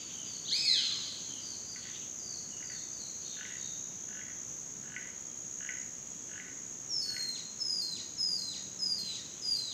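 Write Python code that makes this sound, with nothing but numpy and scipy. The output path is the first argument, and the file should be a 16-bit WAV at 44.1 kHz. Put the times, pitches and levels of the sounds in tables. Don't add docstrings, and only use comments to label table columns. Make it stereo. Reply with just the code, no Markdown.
import sys
import numpy as np
from scipy import signal
from scipy.fft import rfft, irfft
from scipy.io import wavfile
from scipy.ndimage import uniform_filter1d

SR = 44100
rng = np.random.default_rng(int(sys.argv[2]) if len(sys.argv) > 2 else 0)


def dump(signal):
    limited = np.clip(np.atleast_2d(signal).T, -1, 1)
    pcm = np.round(limited * 32767).astype(np.int16)
    wavfile.write(sys.argv[1], SR, pcm)


N = 429093
T = np.arange(N) / SR

LOW_BOUTS = [.1, .73, 1.19, 1.89, 2.56, 3.6, 4.3, 4.74]
HIGH_BOUTS = [-1.7, 1.2, 1.5, -1.2, -1, 4, 2, 3.5, 4, 5, 6, 5, 3.5, 6.5, 9, 8.5, 5.5, 9.9]
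REST_S = 0.106

# (f/Hz, level/dB)
CHORUS_COLOUR = [(4500, -32), (5400, -17), (5900, -5.5), (6250, 0.5), (6650, 1), (7000, -4), (7500, -12.5),
                 (8000, -24.5), (8500, -44), (11000, -41), (12500, -33), (13300, -37), (14000, -40)]
# (loudest at t/s, length t/s, level/dB)
RASPS = [(.05, 1, -56), (1.3, 1, -68), (1.96, 0.29, -53), (3.435, 0.47, -58.5), (9.1, 0.2, -55.5),
         (9.53, 0.86, -61)]
SHRILL_HZ, SHRILL_WIDTH_HZ, SHRILL_DB = 7730, 340, -69

# (f/Hz, level/dB)
RUMBLE_COLOUR = [(20, -22), (36, -27), (50, -4.5), (70, -8), (100, 0), (200, 1.5), (300, -1), (500, -7),
                 (800, -12), (1300, -13), (2500, -16), (4500, -17.5), (9000, -31), (15500, -39)]
HOOT_HZ, HOOT_START_S, HOOT_END_S, HOOT_DB = 188, 8.15, 9.17, -60.5
# (f/Hz, level/dB)
SIDE_COLOUR = [(25, 20), (70, 25), (200, 13.5), (600, 11.5), (1500, 1), (6000, -9), (12000, 12.5),
               (15500, 10)]

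# (start t/s, length t/s, first pitch f/Hz, level/dB)
CHIRPS = [(-.02, .08, 4800, -48), (.12, .09, 3220, -47), (.245, .14, 4920, -46), (1.01, .15, 4850, -46),
          (1.27, .1, 3280, -46), (1.39, .16, 4980, -45), (1.65, .15, 4980, -46.5), (2.18, .21, 5120, -46),
          (2.48, .09, 3100, -51), (2.63, .17, 4920, -48), (2.92, .15, 4720, -47.5),
          (3.19, .12, 4680, -49.5), (3.43, .07, 2950, -53), (3.56, .1, 4750, -53)]
# (start t/s, length t/s, first pitch f/Hz, level/dB)
HELD_NOTES = [(2.73, .09, 3700, -55), (3.235, .12, 3740, -48), (3.565, .17, 3870, -50)]
CHIRP_FALL_HZ_PER_S, HELD_FALL_HZ_PER_S = 4300, 1000
# (f/Hz, level/dB)
WHISTLE_THROAT = [(1000, -9), (2000, -14.5), (3000, -3), (4000, 1), (5200, -1), (6500, -3), (8500, -10.5),
                  (10000, -20), (11200, -38), (12700, -18), (15500, -40)]

# (start t/s, length t/s, from f/Hz, to f/Hz, level/dB)
UPSWEEPS = [(0.442, 0.048, 3020, 4740, -48.5), (0.476, 0.037, 2794, 5160, -39)]
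# (t/s, pitch f/Hz, level/dB)
CRY_PATH = [(.507, 1407, -39), (.527, 2090, -29.5), (.567, 2537, -33.5), (.64, 2563, -34.5),
            (.66, 2231, -28.5), (.735, 1933, -32.5), (.765, 1634, -34.5), (.84, 1364, -44.5),
            (.98, 1060, -50.5)]
CRY_HARMONICS = [-0.5, -0.5, -13, -21.5, -29]
# (f/Hz, level/dB)
CRY_THROAT = [(1000, -14.5), (2000, -22.5), (2600, -11.5), (3000, -2), (4000, 0.5), (5200, -2), (6000, -19),
              (7100, -12), (7700, 1.5), (8400, -6.5), (10400, -7), (12000, -5), (15500, -36)]
# (delay t/s, level/dB)
CRY_ECHOES = [(.075, -9), (.168, -9.5), (.285, -15.5), (.39, -21)]

# (snap t/s, run-up length t/s, pause t/s, last run-up level/dB, snap level/dB, first closing level/dB)
RATTLES = [(1.7605, 0, 0.093, -44, -38, -41), (2.625, .03, .075, -42.5, -38.5, -40.5),
           (3.4515, .09, 0.052, -35.5, -34, -39), (4.2132, .13, 0.053, -36.5, -39, -42.5),
           (4.963, .13, .058, -37, -29.5, -42), (5.691, .09, .043, -34.5, -28.5, -41),
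           (6.399, .12, .049, -36, -31.5, -40), (7.1642, .12, 0.041, -38.5, -33, -41.5)]
RUN_UP_GAP_S, RUN_UP_HZ, SWELL_DB_PER_S = .0212, 1690, 76
SNAP_HZ = 2030
CLOSING_GAP_S, CLOSING_HZ, FADE_DB_PER_S = .017, 1930, 91
RUN_UP_OVERTONE_DB, SNAP_OVERTONE_DB = -6, -11.5
CLICK_SCATTER_S, CLICK_SCATTER_DB = .0005, 2.0

# (start t/s, end t/s, pitch f/Hz, level/dB)
PIP_RUNS = [(3.967, 4.4, 3310, -60), (5.002, 5.44, 3220, -63), (6.048, 6.38, 3330, -61)]

# (start t/s, break t/s, drop t/s, settling t/s, pitch f/Hz, upper note level/dB)
WHISTLES = [(6.892, 7.013, 7.340, .045, 5350, -31.5), (7.590, 7.817, 7.944, .014, 5270, -35),
            (8.172, 8.380, 8.516, .014, 5190, -35), (8.787, 8.978, 9.132, .012, 5130, -34.5),
            (9.416, 9.557, 9.704, .009, 5040, -33.5)]
WHISTLE_HARMONICS = [0, -5.5, -2, -5]
SLIDE_HARMONICS = [-3, -2, -4, -9]
# (delay t/s, level/dB)
WHISTLE_ECHOES = [(.033, -6)]
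SCOOP, SAG_HZ_PER_S, TIRE_DB, BREAK_S = 1.08, 2400, -1.5, .014
LOWER_HZ, LOWER_END, LOWER_DB = 4190, .775, -40
DROP_S, DROP_RATIO, DROP_DB = .072, .46, -5.5

TOP_HZ = 15700


def undb(db):
    return 10 ** (np.asarray(db) / 20)


def level(x, db):
    return x * undb(db) / np.sqrt(np.mean(x ** 2))


def response(points, hz):
    f, db = np.transpose(points)
    return undb(np.interp(np.log(hz + 1), np.log(f), db))


def noise(points):
    spectrum = rfft(rng.standard_normal(N))
    coloured = spectrum * response(points, np.fft.rfftfreq(N, 1 / SR))
    return level(irfft(coloured, N), 0)


def walk(rate, size=N):
    k = int(SR / rate)
    steps = np.repeat(rng.standard_normal(size // k + 1), k)
    return 1.3 * uniform_filter1d(uniform_filter1d(steps, k), k)[:size]


def resonate(x, hz, width_hz):
    return signal.lfilter(*signal.iirpeak(hz, hz / width_hz, fs=SR), x)


def gate(start, end, attack_s, release_s):
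    return np.clip(np.minimum((T - start) / attack_s, (end - T) / release_s), 0, 1)


def forest(x, early_db, early_s, late_db, t60, slaps=(), count=40):
    t = T[:2 * SR]
    trunks = np.zeros(len(t))
    lags = np.clip(.003 + rng.exponential(early_s, count), 0, 1)
    bounces = rng.choice([-1, 1], count) * np.exp(-.5 * lags / early_s)
    np.add.at(trunks, (lags * SR).astype(int), bounces)
    leaves = rng.standard_normal(len(t)) * undb(-60 * t / t60) * (1 - np.exp(-t / .015))
    echoes = undb(early_db) * trunks / np.linalg.norm(trunks)
    echoes += undb(late_db) * leaves / np.linalg.norm(leaves)
    for delay, db in slaps:
        echoes[int(delay * SR)] += undb(db)
    echoes = signal.lfilter(*signal.butter(2, 8500, fs=SR), echoes)
    return x + signal.fftconvolve(x, echoes)[:N]


def voice(rows, harmonics, throat, waver, flutter_db=0):
    s, pitch, db = np.transpose(rows)
    out, span = np.zeros(N), slice(*np.searchsorted(T, [s[0], s[-1]]))
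    t = T[span]
    tremor = uniform_filter1d(rng.standard_normal(len(t)), SR // 250) * np.sqrt(SR // 250)
    hz = np.interp(t, s, pitch) * (1 + waver * tremor)
    phase = 2 * np.pi * np.cumsum(hz) / SR
    tone = np.zeros(len(t))
    for k, part_db in enumerate(harmonics, 1):
        audible = k * hz < SR / 2
        tone += undb(part_db) * response(throat, k * hz) * audible * np.sin(k * phase)
    edges = np.clip(np.minimum(t - s[0], s[-1] - t) / .004, 0, 1)
    flutter = flutter_db * walk(90.2, size=len(t))
    out[span] = np.sqrt(2) * tone * edges * undb(np.interp(t, s, db) + flutter)
    return out


def cricket(bouts, stroke_hz, wing_hz, sag, duty, octave_db):
    singing = sum(gate(start, following - REST_S, .009, 0.014) for start, following in zip(bouts, bouts[1:]))
    cycle = np.cumsum(stroke_hz * (1 + .002 * walk(10))) / SR % 1
    stroke = np.minimum(cycle / duty, 1)
    hz = wing_hz * (1 - sag * stroke ** 3 + 0.00499 * walk(250))
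    phase = 2 * np.pi * np.cumsum(hz) / SR
    tone = np.sin(phase) + undb(octave_db) * np.sin(2 * phase)
    return level(singing * np.sin(np.pi * stroke) * undb(0.71 * walk(50)) * tone, 0)


def far_insects():
    chorus = level(noise(CHORUS_COLOUR) * undb(.5 * walk(2.83) + 0.6 * walk(90)), -47.5)
    shrill = resonate(rng.standard_normal(N), SHRILL_HZ, SHRILL_WIDTH_HZ)
    shrill = resonate(shrill, SHRILL_HZ, SHRILL_WIDTH_HZ) * undb(2.5 * walk(6))
    rasp = resonate(rng.standard_normal(N), 3240, 1400)
    rasp = resonate(rasp, 3240, 1400) * undb(1.7 * walk(40))
    swells = sum(undb(db) * np.exp(-(2 * (T - s) / length) ** 2) for s, length, db in RASPS)
    return chorus + level(shrill, SHRILL_DB) + level(rasp, 0) * swells


def night_air():
    swell = undb(.4 * walk(2))
    rumble = level(noise(RUMBLE_COLOUR) * swell, -55.0)
    hoot = np.sqrt(2) * np.sin(2 * np.pi * np.cumsum(HOOT_HZ * (1 + 0.006 * walk(12))) / SR)
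    return rumble + undb(HOOT_DB) * hoot * gate(HOOT_START_S, HOOT_END_S, 0.29, 0.087)


def chirp(start, length, from_hz, to_hz, db, harmonics, waver):
    rows = [(start, from_hz, db - 6),
            (start + .4 * length, (from_hz + to_hz) / 2, db + 1),
            (start + length, to_hz, db - 3)]
    return voice(rows, harmonics, WHISTLE_THROAT, waver)


def far_chirps():
    out = np.zeros(N)
    for notes, fall in ((CHIRPS, CHIRP_FALL_HZ_PER_S), (HELD_NOTES, HELD_FALL_HZ_PER_S)):
        for start, length, hz, db in notes:
            out += chirp(start, length, hz, hz - fall * length, db, harmonics=[0, -5, -3], waver=.028)
    return out


def arched_cry():
    upsweeps = sum(chirp(*row, harmonics=[0], waver=0.024) for row in UPSWEEPS)
    return upsweeps + voice(CRY_PATH, CRY_HARMONICS, CRY_THROAT, waver=0.006, flutter_db=1.5)


def rattle_clicks(snap, run_up, pause, run_up_db, snap_db, closing_db, count=4):
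    rising = [(snap - RUN_UP_GAP_S - lead, run_up_db - SWELL_DB_PER_S * lead, RUN_UP_HZ, RUN_UP_OVERTONE_DB)
              for lead in np.arange(0, run_up - RUN_UP_GAP_S, RUN_UP_GAP_S)]
    closing = [(snap + pause + lag, closing_db - FADE_DB_PER_S * lag, CLOSING_HZ, SNAP_OVERTONE_DB)
               for lag in CLOSING_GAP_S * np.arange(count)]
    return rising + [(snap, snap_db, SNAP_HZ, SNAP_OVERTONE_DB)] + closing


def frog(ring_s, rise_s, upper_hz, sac_hz, sac_db, sac_s):
    out, t = np.zeros(N), T[:SR // 25]
    sac = undb(sac_db) * np.sin(2 * np.pi * sac_hz * t) * np.exp(-t / sac_s)
    for row in RATTLES:
        scatter = rng.standard_normal(size=(16, 2))
        for (s, db, hz, upper_db), (late, louder) in zip(rattle_clicks(*row), scatter):
            upper = undb(upper_db) * np.sin(2 * np.pi * upper_hz * t)
            throat = (np.sin(2 * np.pi * hz * t) + upper) * np.exp(-t / ring_s)
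            ring = (throat + sac) * (1 - np.exp(-t / rise_s)) ** 2
            i = int((s + CLICK_SCATTER_S * late) * SR)
            out[i:i + len(t)] += undb(db + CLICK_SCATTER_DB * louder) * ring / np.abs(ring).max()
    return signal.sosfilt(signal.butter(8, 1300, "high", fs=SR, output="sos"), out)


def pips(rate_hz, duty, sag):
    out = np.zeros(N)
    for start, end, hz, db in PIP_RUNS:
        span = (T >= start) & (T < end)
        note = np.minimum((T[span] - start) * rate_hz % 1 / duty, 1)
        phase = 2 * np.pi * np.cumsum(hz * (1 + sag * (.5 - note))) / SR
        out[span] = undb(db) * np.sin(np.pi * note) * np.sin(phase)
    return out


def whistle(start, crack, drop, settle, hz, db):
    end_hz = hz - SAG_HZ_PER_S * (crack - start - settle)
    entry_hz = LOWER_HZ * (1 + 2 * settle)
    sunk_hz = hz * LOWER_END
    upper = [(start, hz * SCOOP, db - 10.5),
             (start + settle, hz, db),
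             (crack - BREAK_S, end_hz, db + TIRE_DB),
             (crack, .96 * end_hz, db - 7)]
    lower = [(crack, entry_hz, LOWER_DB),
             (crack + settle, (entry_hz + LOWER_HZ) / 2, LOWER_DB),
             (drop - .025, sunk_hz, LOWER_DB - 3),
             (drop + .004, sunk_hz * .96, LOWER_DB - 6)]
    progress = np.linspace(0, 1, 12)
    slide = DROP_RATIO + (1 - DROP_RATIO) / (1 + np.exp((progress - .37) / .12))
    fall = [(drop + DROP_S * p, sunk_hz * ratio, LOWER_DB + DROP_DB) for p, ratio in zip(progress, slide)]
    notes = sum(voice(rows, WHISTLE_HARMONICS, WHISTLE_THROAT, waver=.005, flutter_db=2.8)
                for rows in (upper, lower))
    return notes + voice(fall, SLIDE_HARMONICS, WHISTLE_THROAT, waver=.005)


def scene():
    low = cricket(LOW_BOUTS, stroke_hz=60.74, wing_hz=6290, sag=.11, duty=.6, octave_db=-29.0)
    high = cricket(HIGH_BOUTS, stroke_hz=65.9, wing_hz=6733, sag=.085, duty=.6, octave_db=-35)
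    both = undb(-52.5) * low + undb(-48.0) * high
    crickets = forest(both, early_db=-21.5, early_s=0.017, late_db=-10.5, t60=0.39)
    chirps = forest(undb(-12.5) * far_chirps(), early_db=8.5, early_s=.026, late_db=9.0, t60=0.87, count=120)
    cry = forest(arched_cry(), early_db=-1.5, early_s=.04, late_db=0, t60=1.4, slaps=CRY_ECHOES, count=150)
    clicks = frog(ring_s=0.0011, rise_s=0.0006, upper_hz=2894, sac_hz=1511, sac_db=-27, sac_s=0.016)
    rattle = forest(clicks, early_db=-6, early_s=0.016, late_db=-2.5, t60=0.65)
    far_pips = undb(-4) * pips(rate_hz=18.0, duty=.5, sag=.1)
    piping = forest(far_pips, early_db=0, early_s=.015, late_db=-2, t60=.7)
    near_notes = undb(-2.0) * sum(whistle(*row) for row in WHISTLES)
    whistles = forest(near_notes, early_db=-3.5, early_s=.028, late_db=-3, t60=0.82, slaps=WHISTLE_ECHOES)
    mono = crickets + far_insects() + night_air() + chirps + cry + rattle + piping + whistles
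    side = level(noise(SIDE_COLOUR), -79)
    return np.array([mono + side, mono - side])


def record(dry):
    return signal.sosfilt(signal.ellip(12, .1, 80, TOP_HZ, fs=SR, output="sos"), dry)


dry = scene()
out = record(dry)
dump(out)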